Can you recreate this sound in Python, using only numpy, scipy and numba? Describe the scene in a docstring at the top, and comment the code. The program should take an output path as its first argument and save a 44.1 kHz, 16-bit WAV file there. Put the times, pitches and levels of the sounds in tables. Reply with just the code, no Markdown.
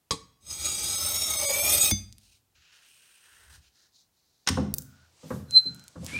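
"""Whetstone and bench vise

A workshop bench, close to one microphone. A steel blade is set on a wet whetstone and drawn across it
in one long rasping stroke, ringing as it leaves the edge. Its modes rise and fall with the point of
contact, which travels ever faster. Then leather is rubbed softly and clamped in the vise: the handle
slides and clacks, the bench thuds, the screw ticks and squeals, and the leather creaks in the jaws."""
import sys
import numpy as np
from scipy import signal
from scipy.fft import rfft, irfft, next_fast_len
from scipy.io import wavfile
from numba import njit

SR = 44100
rng = np.random.default_rng(int(sys.argv[2]) if len(sys.argv) > 2 else 0)


def output_pcm(signal):
    """Save a mono or channel-first signal as 16-bit PCM at the path in sys.argv[1].

    Samples are clipped to [-1, 1] before scaling.
    """
    pcm = np.clip(np.atleast_2d(signal).T, -1, 1) * 32767
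    wavfile.write(sys.argv[1], SR, np.round(pcm).astype(np.int16))


N = 272979
TIME = np.arange(N) / SR
CUTOFF_HZ = 16000

# spectrum of the stone's grit on steel: frequency_hz, density_db
GRIT_SPECTRUM = [(180, -48), (300, -6), (440, -9.5), (593, -4), (842, -10), (1340, -12), (1660, -19.5),
                 (2250, -6), (2930, -12.5), (3640, -15), (5800, -7), (8360, -14.5), (10600, -16),
                 (14000, -8.5), (16000, -18.5)]


def from_db(db):
    """Decibels to gain."""
    return 10 ** (np.asarray(db) / 20)


def rms_one(x):
    """Scale to unit power."""
    return x / np.sqrt(np.mean(x ** 2) + 1e-20)


def in_time(rows):
    """Each column of a curve at every sample."""
    times, *columns = np.transpose(rows)
    return [np.interp(TIME, times, column) for column in columns]


def during(rows, fade_s=0.0082):
    """One while a curve lasts, with short fades."""
    start, end = rows[0][0], rows[-1][0]
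    return np.clip((TIME - start) / fade_s, 0, 1) * np.clip((end - TIME) / fade_s + 1, 0, 1)


def held(start, end, attack_s, release_s=0.028):
    """Envelope of one movement of the hand: attack, hold, release."""
    return np.clip((TIME - start) / attack_s, 0, 1) * np.exp(-np.clip((TIME - end) / release_s, 0, 50))


def around(s, width_s):
    """A bell of height 1 in time."""
    return np.exp(-((TIME - s) / width_s) ** 2)


def swells(rows):
    """Levels that grow and die exponentially around a rounded top."""
    level = np.zeros(N)
    for s, db, rise_s, fall_s in rows:
        from_peak = np.abs(TIME - s) / np.where(TIME < s, rise_s, fall_s)
        level += from_db(db) / np.cosh(np.minimum(from_peak, 50))
    return level


def drift(hz):
    """A slow random wander; rms 1."""
    knots = rng.standard_normal(4000)
    return rms_one(np.interp(TIME * 2 * hz, np.arange(len(knots)), knots))


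def at_hz(points, hz):
    """Read a curve on a log-frequency axis."""
    frequencies, values = np.transpose(points)
    return np.interp(np.log(hz + 1e-3), np.log(frequencies), values)


def coloured(spectrum, x=None):
    """Give noise a spectrum that falls away past its ends; rms 1."""
    x = rng.standard_normal(N) if x is None else x
    size = next_fast_len(N, True)
    hz = np.arange(size // 2 + 1) * SR / size
    top_loss = 1 + (hz / spectrum[-1][0] / 2) ** 4
    bottom_loss = 1 + (spectrum[0][0] / 2 / (hz + 1)) ** 2
    gain = from_db(at_hz(spectrum, hz)) / (top_loss * bottom_loss)
    return rms_one(irfft(rfft(x, size) * gain, size)[:N])


def cut(x, hz, kind, order=2):
    """Butterworth filter."""
    sections = signal.butter(order, np.clip(hz, 10, .48 * SR), kind, fs=SR, output="sos")
    return signal.sosfilt(sections, x + 1e-18)


@njit
def glide(x, turn, sharp_decay, skirt_decay):
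    """Two rotating, decaying phasors in series, their centre moved every 16 samples."""
    out, sharp, skirt, step = np.zeros(len(x)), 0j, 0j, 0j
    for i in range(len(x)):
        if i % 16 == 0:
            step = complex(np.cos(turn[i]), np.sin(turn[i]))
        sharp = sharp * sharp_decay * step + x[i]
        skirt = skirt * skirt_decay * step + sharp.real
        out[i] = skirt.real
    return out


def resonate(x, hz, width_hz):
    """Drive a resonance, its far skirts damped; rms 1."""
    turn = 2 * np.pi * hz / SR * np.ones(N)
    decay = np.exp(-np.pi * width_hz / SR)
    return rms_one(glide(x, turn, decay, decay ** 8))


def add(out, s, sound):
    """Mix a sound in at time s."""
    at = int(s * SR)
    out[at:at + len(sound)] += sound[:N - at]


def onset(rise_s):
    """One second of gain that rises smoothly from 0 to 1."""
    return 1 - np.exp(-TIME[:SR] / rise_s)


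def burst(noise, t60, rise_s=0.0012):
    """A random stretch of noise that starts sharply and dies."""
    at = rng.integers(N - SR)
    return noise[at:at + SR] * from_db(-60 * TIME[:SR] / t60) * onset(rise_s)


def ringing(modes):
    """One second of decaying sines at random phases."""
    t = TIME[:SR]
    return sum(from_db(db - 60 * t / t60) * np.sin(2 * np.pi * (hz * t + rng.random()))
               for hz, db, t60 in modes)


def strike(blows, modes, crack_spectrum, crack_db, crack_t60):
    """Each blow sets the modes ringing and gives a noisy crack."""
    out = np.zeros(N)
    for s, db in blows:
        ring = ringing(modes)
        crack = from_db(crack_db) * burst(coloured(crack_spectrum), crack_t60)
        add(out, s, from_db(db) * (ring + crack))
    return out


def grains(per_s, spread_db, judder_db):
    """Friction: tiny catches come at random while the pressure judders."""
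    sizes = from_db(spread_db * np.minimum(rng.exponential(1, N), 5)) * rng.standard_normal(N)
    caught = rng.random(N) < per_s / SR
    return sizes * caught * from_db(judder_db * drift(70))


def room_tone(level_db=-74):
    """The workshop's air: a faint, steady rumble and hiss."""
    # spectrum of the quiet room: frequency_hz, density_db
    air_spectrum = [(15, -40.5), (25, -11.5), (97, -7), (134, -8.5), (229, -13), (270, -12.5), (624, -19),
                    (714, -15), (1040, -20), (1790, -22.5), (16000, -24)]
    return from_db(level_db) * coloured(air_spectrum)


def workshop(x):
    """The room answers with a diffuse tail that dies octave by octave, the bass last."""
    # reverberation time: frequency_hz, t60_s
    room_decay = [(60, .85), (150, 0.68), (400, 0.4), (1500, 0.48), (5000, 0.42), (15000, 0.31)]
    t, tail = TIME[:SR], np.zeros(SR)
    for low_hz in 35 * 2. ** np.arange(9):
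        octave = cut(rng.standard_normal(SR), [low_hz, 2 * low_hz], "band")
        tail += octave * from_db(-60 * t / at_hz(room_decay, low_hz * np.sqrt(2)))
    tail *= np.clip(t / 0.025, 0, 1)
    return signal.fftconvolve(x, tail / np.sqrt(np.sum(tail ** 2)))[:N]


def leather_rubbing(swell_db_per_s=24.5, give_db_per_s=2, uneven_db=1.5, uneven_hz=6):
    """Light, fine-grained friction in two hollow resonances, with hiss above and soft bumps below."""
    # passes over the leather, each layer's level ahead of its mix gain:
    # start_s, end_s, attack_s, low_at_end_db, high_at_end_db, hiss_db, finest_db
    passes = [(2.15, 2.362, 0.083, -77, -70, -66.5, -67), (2.545, 2.746, .012, -67.5, -62.5, -67, -82),
              (2.717, 2.847, .02, -65, -64, -66, -68.5), (2.82, 3.547, .08, -55, -62.5, -67, -62),
              (3.496, 3.554, 0.048, -67, -68, -61.5, -64), (3.605, 3.682, 0.031, -74, -68.5, -67, -75),
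              (3.71, 3.862, 0.062, -70, -76, -65.5, -74), (3.914, 4.01, 0.05, -89.5, -81, -62.5, -73),
              (4.113, 4.452, 0.062, -95, -94, -73.5, -85)]
    # spectrum of rubbed leather: frequency_hz, density_db
    leather_spectrum = [(180, -39), (300, -27), (360, -5), (749, -8), (842, -3), (1080, 4), (1720, -25),
                        (2170, -28), (3030, -14.5), (3950, 0.5), (6960, -6.5), (8500, 0), (10600, -22.5),
                        (14000, -31), (16000, -29.5)]
    # the low and the high resonance: centre_hz, width_hz
    hollows = [(1650, 560), (2750, 780)]
    # low bumps of handling: peak_s, level_db, rise_s, fall_s
    bumps = [(2.59, -65, 0.021, 0.021), (3.59, -53.5, 0.077, 0.036)]
    low, high, hiss, finest = np.zeros((4, N))
    for start, end, attack_s, low_db, high_db, hiss_db, finest_db in passes:
        contact, left_s = held(start, end, attack_s), np.maximum(end - TIME, 0)
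        # as a pass bears down, the low resonance grows and the high one gives way
        low += contact * from_db(low_db - swell_db_per_s * left_s)
        high += contact * from_db(high_db + give_db_per_s * left_s)
        hiss += contact * from_db(hiss_db)
        finest += contact * from_db(finest_db)
    friction = grains(per_s=26000, spread_db=0, judder_db=1.1)
    noise = coloured(leather_spectrum, friction)
    out = hiss * rms_one(cut(noise, [3400, 7200], "band", order=4))
    out += from_db(-1.5) * finest * rms_one(cut(noise, 11440, "high", order=4))
    out += from_db(-14.5) * low * rms_one(cut(noise, 780, "low"))
    for level, (hz, width_hz) in zip((low, high), hollows):
        hollow = rms_one(cut(friction, [hz - width_hz / 2, hz + width_hz / 2], "band"))
        out += from_db(-3.5 + uneven_db * drift(uneven_hz)) * level * hollow
    return out + swells(bumps) * resonate(friction, hz=69.6, width_hz=14.6)


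def handle_slides():
    """The vise handle hisses faintly through the screw head; quicker slides are brighter."""
    # slides of the handle: peak_s, level_db, rise_s, fall_s, lowpass_hz
    slides = [(5.0, -63, 0.14, 0.086, 6500), (5.25, -58, 0.056, 0.047, 9220),
              (5.33, -53, 0.043, 0.053, 15700), (5.53, -56.5, 0.017, 0.085, 15000),
              (5.7, -59.5, 0.089, 0.32, 8270), (6.08, -47, 0.027, 0.12, 10500)]
    # spectrum of smooth steel on steel: frequency_hz, density_db
    slide_spectrum = [(700, 0), (1500, -8.5), (3000, -6), (6000, -3.5), (9000, -2.5), (11500, -6),
                      (14000, -3.5), (16000, -16.5)]
    hiss = coloured(slide_spectrum)
    return sum(swells([swell]) * cut(hiss, lowpass_hz, "low", order=4) for *swell, lowpass_hz in slides)


def leather_creak(scuff_db=-44):
    """Squeezed leather scuffs at first; a rising note grows out of the slips as the grip tightens."""
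    # the note as the jaws bite: time_s, pitch_hz, level_db
    note = [(6.06, 2100, -54), (6.11, 2170, -42), (6.15, 2350, -34), (6.19, 2440, -30)]
    hz, db = in_time(note)
    touch_s, tight_s = note[0][0], note[2][0]
    grip = np.clip((TIME - touch_s) / (tight_s - touch_s), 0, 1)
    slips = grains(per_s=5000, spread_db=1.5, judder_db=1)
    scuff = from_db(scuff_db) * np.sqrt(grip) * rms_one(cut(slips, [1300, 3800], "band"))
    return scuff + grip * from_db(db) * resonate(slips, hz, width_hz=35)


def vise_screw(squeal_hz=4088, waver_hz=5, octave_db=-34):
    """The dry thread sticks and slips at one steel resonance, and whirrs as it turns."""
    # swells of the squeal: peak_s, level_db, rise_s, fall_s
    squeals = [(5.573, -5.5, .012, 0.01), (5.625, -45, 0.013, 0.0085), (5.667, -25, 0.0072, 0.012),
               (5.755, -66, .02, 0.016)]
    # turns of the screw: start_s, end_s, attack_s, level_db
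    turns = [(4.756, 5.052, 0.031, -68), (5.45, 5.875, 0.055, -65.5)]
    phase = 2 * np.pi * np.cumsum(squeal_hz + waver_hz * drift(30)) / SR
    squeal = swells(squeals) * (np.sin(phase) + from_db(octave_db) * np.sin(2 * phase))
    turning = sum(from_db(db) * held(start, end, attack_s) for start, end, attack_s, db in turns)
    whirr = turning * resonate(rng.standard_normal(N), hz=1453, width_hz=110)
    return squeal + whirr


def steel_ticks():
    """Steel snaps free under load: a very short crack, a faint noisy ring and close echoes."""
    # small sharp ticks: start_s, level_db, centre_hz
    ticks = [(2.126, -23, 7000), (2.183, -25.5, 6500), (4.7402, 8, 11500), (4.784, 1, 11500),
             (4.8216, -21, 9000), (5.5096, -15, 6980), (5.5772, -21, 6100), (5.7466, -23.5, 10100),
             (5.762, -32, 10000), (5.7957, -20, 5900), (5.84, -26, 10000), (5.881, -13, 7000),
             (6.0465, -15, 12300), (6.0646, -10, 8760)]
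    # reflections off the bench and vise: delay_s, gain_db
    echoes = [(.0046, -14), (.0068, -18.5)]
    out, white = np.zeros(N), rng.standard_normal(N)
    for s, db, centre_hz in ticks:
        crack = burst(white, t60=0.00074, rise_s=.00005)
        ring = from_db(-21) * burst(white, t60=0.0095)
        band_hz = [centre_hz * 0.49, min(centre_hz * 1.66, CUTOFF_HZ)]
        snap = from_db(db) * cut(crack + ring, band_hz, "band")
        add(out, s, snap)
        for delay_s, echo_db in echoes:
            add(out, s + delay_s, from_db(echo_db) * snap)
    return out


def bench_thuds(split_hz=380):
    """The wooden bench booms in a few strong modes and many weak ones; soft blows leave out the top."""
    # blows that reach the bench: start_s, level_db, lowpass_hz
    blows = [(4.493, -20, 290), (4.571, -18, 1090), (5.23, -39, 940), (5.304, -25.5, 1950),
             (5.653, -36.5, 357), (5.955, -38, 1310), (5.969, -27, 180), (6.027, -39.5, 800),
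             (6.128, -31, 400)]
    # spectrum of the many weak modes: frequency_hz, density_db
    wood_spectrum = [(40, -25), (80, -2.5), (130, 3), (240, -2.5), (330, -8), (520, -13), (750, -17),
                     (1100, -15.5), (1600, -18.5), (2200, -29), (3500, -35)]
    # the strongest modes: pitch_hz, level_db, t60_s
    bench_modes = [(82.64, -15, 0.6), (142, -15.5, 0.61), (202.4, -11, 0.45), (262.3, -5.5, 0.21),
                   (512.3, -2, 0.13), (557, -22, .15)]
    out, wood = np.zeros(N), coloured(wood_spectrum)
    low, high = cut(wood, split_hz, "low"), cut(wood, split_hz, "high")
    for s, db, lowpass_hz in blows:
        boom = from_db(-3) * burst(low, t60=0.39, rise_s=0.013)
        knock = from_db(3) * burst(high, t60=0.13, rise_s=.0015)
        ring = ringing(bench_modes) * onset(rise_s=0.0057)
        add(out, s, from_db(db) * cut(boom + knock + ring, lowpass_hz, "low", order=3))
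    return out


def handle_clacks():
    """The loose steel handle drops in the screw head, hits its stop and bounces."""
    # hits on the stop: start_s, level_db, lowpass_hz
    hits = [(4.4653, -36, 6000), (4.473, -12.5, 8060), (4.4861, -14, 15300)]
    # spectrum of a hit: frequency_hz, density_db
    clack_spectrum = [(120, -17.5), (200, -16.5), (900, -12), (1500, -13), (2400, -11), (3400, -9),
                      (4700, -14.5), (5500, -5), (7300, -16.5), (8700, -16.5), (11500, -24.5), (14300, -26),
                      (16000, -34)]
    # the handle's modes: pitch_hz, level_db, t60_s
    handle_modes = [(1504, -13.5, 0.11), (8690, -15.5, 0.079)]
    out, steel = np.zeros(N), coloured(clack_spectrum)
    for s, db, lowpass_hz in hits:
        clack = burst(steel, t60=0.038) + ringing(handle_modes)
        add(out, s, from_db(db) * cut(clack, lowpass_hz, "low"))
    return out


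def hand_lands(start_s=1.92, level_db=-15):
    """After the stroke the gloved hand meets the bench: a deep knock that the hand itself damps."""
    # the bench's modes under a resting hand: pitch_hz, level_db, t60_s
    damped_modes = [(58, -9, .15), (98, -1, .11), (160, -5, .07), (205, -1, .08), (290, -8, .06)]
    out = np.zeros(N)
    add(out, start_s, from_db(level_db) * ringing(damped_modes) * onset(rise_s=0.0042))
    return out


def blade_set_down():
    """The blade cracks against the stone, which damps its ring."""
    # the touch on the stone: start_s, level_db
    touch = [(0.1085, -21.5)]
    # modes of the blade lying on the stone: pitch_hz, level_db, t60_s
    lying_modes = [(281, -15, 0.24), (310, -18, 0.19), (450, -10.5, 0.16), (1116, -4, 0.13),
                   (3350, -10, 0.097), (3900, -6.5, 0.1), (4220, -7.5, 0.081), (4816, -2, 0.085),
                   (5550, -1, 0.037), (6520, -2.5, 0.039), (9660, -14, 0.069)]
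    # spectrum of the crack: frequency_hz, density_db
    crack_spectrum = [(35, -28), (60, -6.5), (274, -6.5), (380, -17.5), (458, -7), (666, -24.5), (1140, -8),
                      (1380, -32.5), (2470, -16), (2900, -32.5), (3120, -15), (4970, -18.5), (5720, -22.5),
                      (8510, -18), (16000, -49.5)]
    return strike(touch, lying_modes, crack_spectrum, crack_db=-3, crack_t60=0.14)


def blade_lift_off():
    """The blade slips off the stone's edge with a gritty snap and rings freely."""
    # the slip off the edge: start_s, level_db
    slip = [(1.91, -16.5)]
    # modes of the free blade: pitch_hz, level_db, t60_s
    free_modes = [(2180, -15, 0.14), (3504, -9.5, 0.16), (4792, -14, 0.3), (6220, -4.5, 0.23),
                  (8533, -31.5, 0.097), (9200, -9.5, 0.08)]
    return strike(slip, free_modes, GRIT_SPECTRUM, crack_db=-1, crack_t60=0.031)


def along_blade(x, count=7, wander=0.026, echo_gain=.55):
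    """Waves return from the blade's ends after slowly changing delays: many faint, shifting peaks."""
    out, index = x.copy(), np.arange(N)
    for delay_s in rng.uniform(.0012, .009, count):
        lag = delay_s * SR * (1 + wander * drift(2))
        out += echo_gain * np.interp(index - lag, index, x)
    return out


def blade_mode(catches, hz, width_hz, lost):
    """Rough while the grit drives it, turning to a pure tone as contact with the stone is lost."""
    mode, off = resonate(catches, hz, width_hz), lost > .001
    phase = 2 * np.pi * np.cumsum(hz * np.ones(N))[off] / SR
    free, contact = np.sqrt(2) * np.sin(phase), 1 - lost[off]
    mode[off] = contact * mode[off] + np.sqrt(1 - contact ** 2) * free
    return mode


def grit_hiss(catches, bite_db, fine, rumble_share=0.6):
    """Grit hisses under the edge in three bands; the bench rumbles with a share of the bite's swing."""
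    # spectrum of the bench under the stone: frequency_hz, density_db
    rumble_spectrum = [(15, -37), (25, -16.5), (81, 5.5), (124, -6.5), (199, -5.5), (240, -13),
                       (400, -15.5), (520, -41.5), (880, -120)]
    grit = coloured(GRIT_SPECTRUM, along_blade(catches))
    body = from_db(bite_db - 17 + 5.5 * around(1.52, width_s=0.25))   # fuller in mid-blade
    low = body * rms_one(cut(grit, 2800, "low", order=4))
    middle = from_db(bite_db - 9) * rms_one(cut(grit, [3200, 10000], "band", order=4))
    top = from_db(-5.5) * fine * rms_one(cut(grit, 9700, "high", order=4))
    rumble = from_db(-29.5 + rumble_share * bite_db) * coloured(rumble_spectrum)
    return low + middle + top + rumble


def whetstone_stroke(start_s=0.42, end_s=1.91, speed_up=2.6, arch_db=3.5, flicker_db=2.5):
    """Grit drives the blade's modes, which shift as the contact travels ever faster along the edge."""
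    # how hard the edge bites: time_s, level_db
    bite = [ [(0.4, -71), (0.512, -36), (0.58, -37.5), (0.676, -29.5), (0.756, -33), (0.814, -30),
            (1.576, -29.5), (1.756, -23), (1.802, -25), (1.844, -22.5), (1.905, -29.5)], ][0]
    # the edge skips, so the hiss drops and the steel rings on: centre_s, half_length_s, lost_share
    skips = [(0.969, .009, .78), (1.378, .011, .82), (1.473, .017, .97), (1.613, .011, .75),
             (1.822, .009, .75)]
    # bending modes, rising and falling as the contact passes their nodes:
    # lowest_hz, swing_hz, arch_count, node_place (0-1), width_hz, level_db, best_driven_s, extra_db
    bending_modes = [(545.6, 79, 2.44, .066, 45, -24.5, 1.577, 19),
                     (1098, 204, 1.48, .514, 50, -22, 1.4, 3), (2174, 330, .84, .286, 25, -18, 1.55, 12.5),
                     (3577, 250, 1.0, .6, 68, -10.5, 1.2, 0.5), (4866, 620, 2.66, 0.06, 49, -7, 1.1, 1.5),
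                     (6308, 470, 5.16, .163, 75, -6, .64, 0), (8197, 500, 1.3, .72, 110, -6.5, 2, 10),
                     (9300, 390, 1.7, .043, 100, -18.5, 1.17, 10),
                     (9137, 840, 2.2, 0.8, 72, -17, 1.68, 11.5), (11360, 1280, 1.9, 0, 110, -13, 1.71, 6.5),
                     (11780, 670, 3.1, .42, 170, -10.5, 1.55, 8),
                     (13100, 770, 2.4, .04, 170, -13.5, 1.72, 7), (13713, 383, .6, .267, 150, -8, 1.1, 6.5),
                     (14100, 950, 1.9, 0.2, 220, -10.5, 1.75, 5.5)]
    # resonances that stay put: pitch_hz, width_hz, level_db
    steady_modes = [(3344, 67, -19), (4264, 53, -19), (4830, 97, -24), (6280, 11, -13.5), (8020, 290, -8),
                    (9400, 71, -14.5)]
    elapsed = np.clip((TIME - start_s) / (end_s - start_s), 0, 1)
    place = np.expm1(speed_up * elapsed) / np.expm1(speed_up)   # share of the blade's length
    place += .005 * drift(hz=9)   # the hand travels unevenly
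    bite_db, = in_time(bite)
    rasp = from_db(bite_db)
    fine = rasp * from_db(-13.5 + 9.5 * elapsed)   # the finest grit gains over the stroke
    lost = sum(share * np.exp(-((TIME - s) / half_s) ** 4) for s, half_s, share in skips)
    catches = grains(per_s=16000, spread_db=3, judder_db=1)
    hiss = grit_hiss(catches, bite_db, fine)
    ring = np.zeros(N)
    for lowest_hz, swing_hz, arch_count, node, width_hz, db, best_s, extra_db in bending_modes:
        arch = np.abs(np.sin(np.pi * arch_count * (place - node))) ** 1.5   # 0 at a node, 1 between
        hz = lowest_hz + swing_hz * arch
        drive_db = db + arch_db * (arch - 1) + extra_db * around(best_s, width_s=.19)
        drive_db += flicker_db * drift(hz=8)
        force = fine if lowest_hz > 10500 else rasp
        ring += force * from_db(drive_db) * blade_mode(catches, hz, width_hz, lost)
    for hz, width_hz, db in steady_modes:
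        ring += rasp * from_db(db + 5 * lost) * blade_mode(catches, hz, width_hz, lost)
    return (hiss * (1 - lost) + ring) * during(bite)


def scene():
    """Everything is close to one microphone; the louder sources also reach the room."""
    # sound, room_send_db
    sources = [(whetstone_stroke(), -20), (blade_set_down() + blade_lift_off(), -18.5),
               (handle_clacks(), -12.5), (bench_thuds(), -11), (hand_lands(), -17),
               (steel_ticks(), -17), (vise_screw(), -23)]
    to_room = sum(from_db(send_db) * sound for sound, send_db in sources)
    direct = sum(sound for sound, _ in sources) + leather_rubbing() + handle_slides() + leather_creak()
    return (direct + workshop(to_room) + room_tone())[None]


def record(dry):
    """A low cut on the microphone thins the deepest rumble, and the top is cut steeply."""
    thinned = cut(dry, 42, "high")
    top_cut = signal.ellip(10, .2, 80, CUTOFF_HZ, fs=SR, output="sos")
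    return signal.sosfilt(top_cut, thinned)


dry = scene()
out = record(dry)
output_pcm(out)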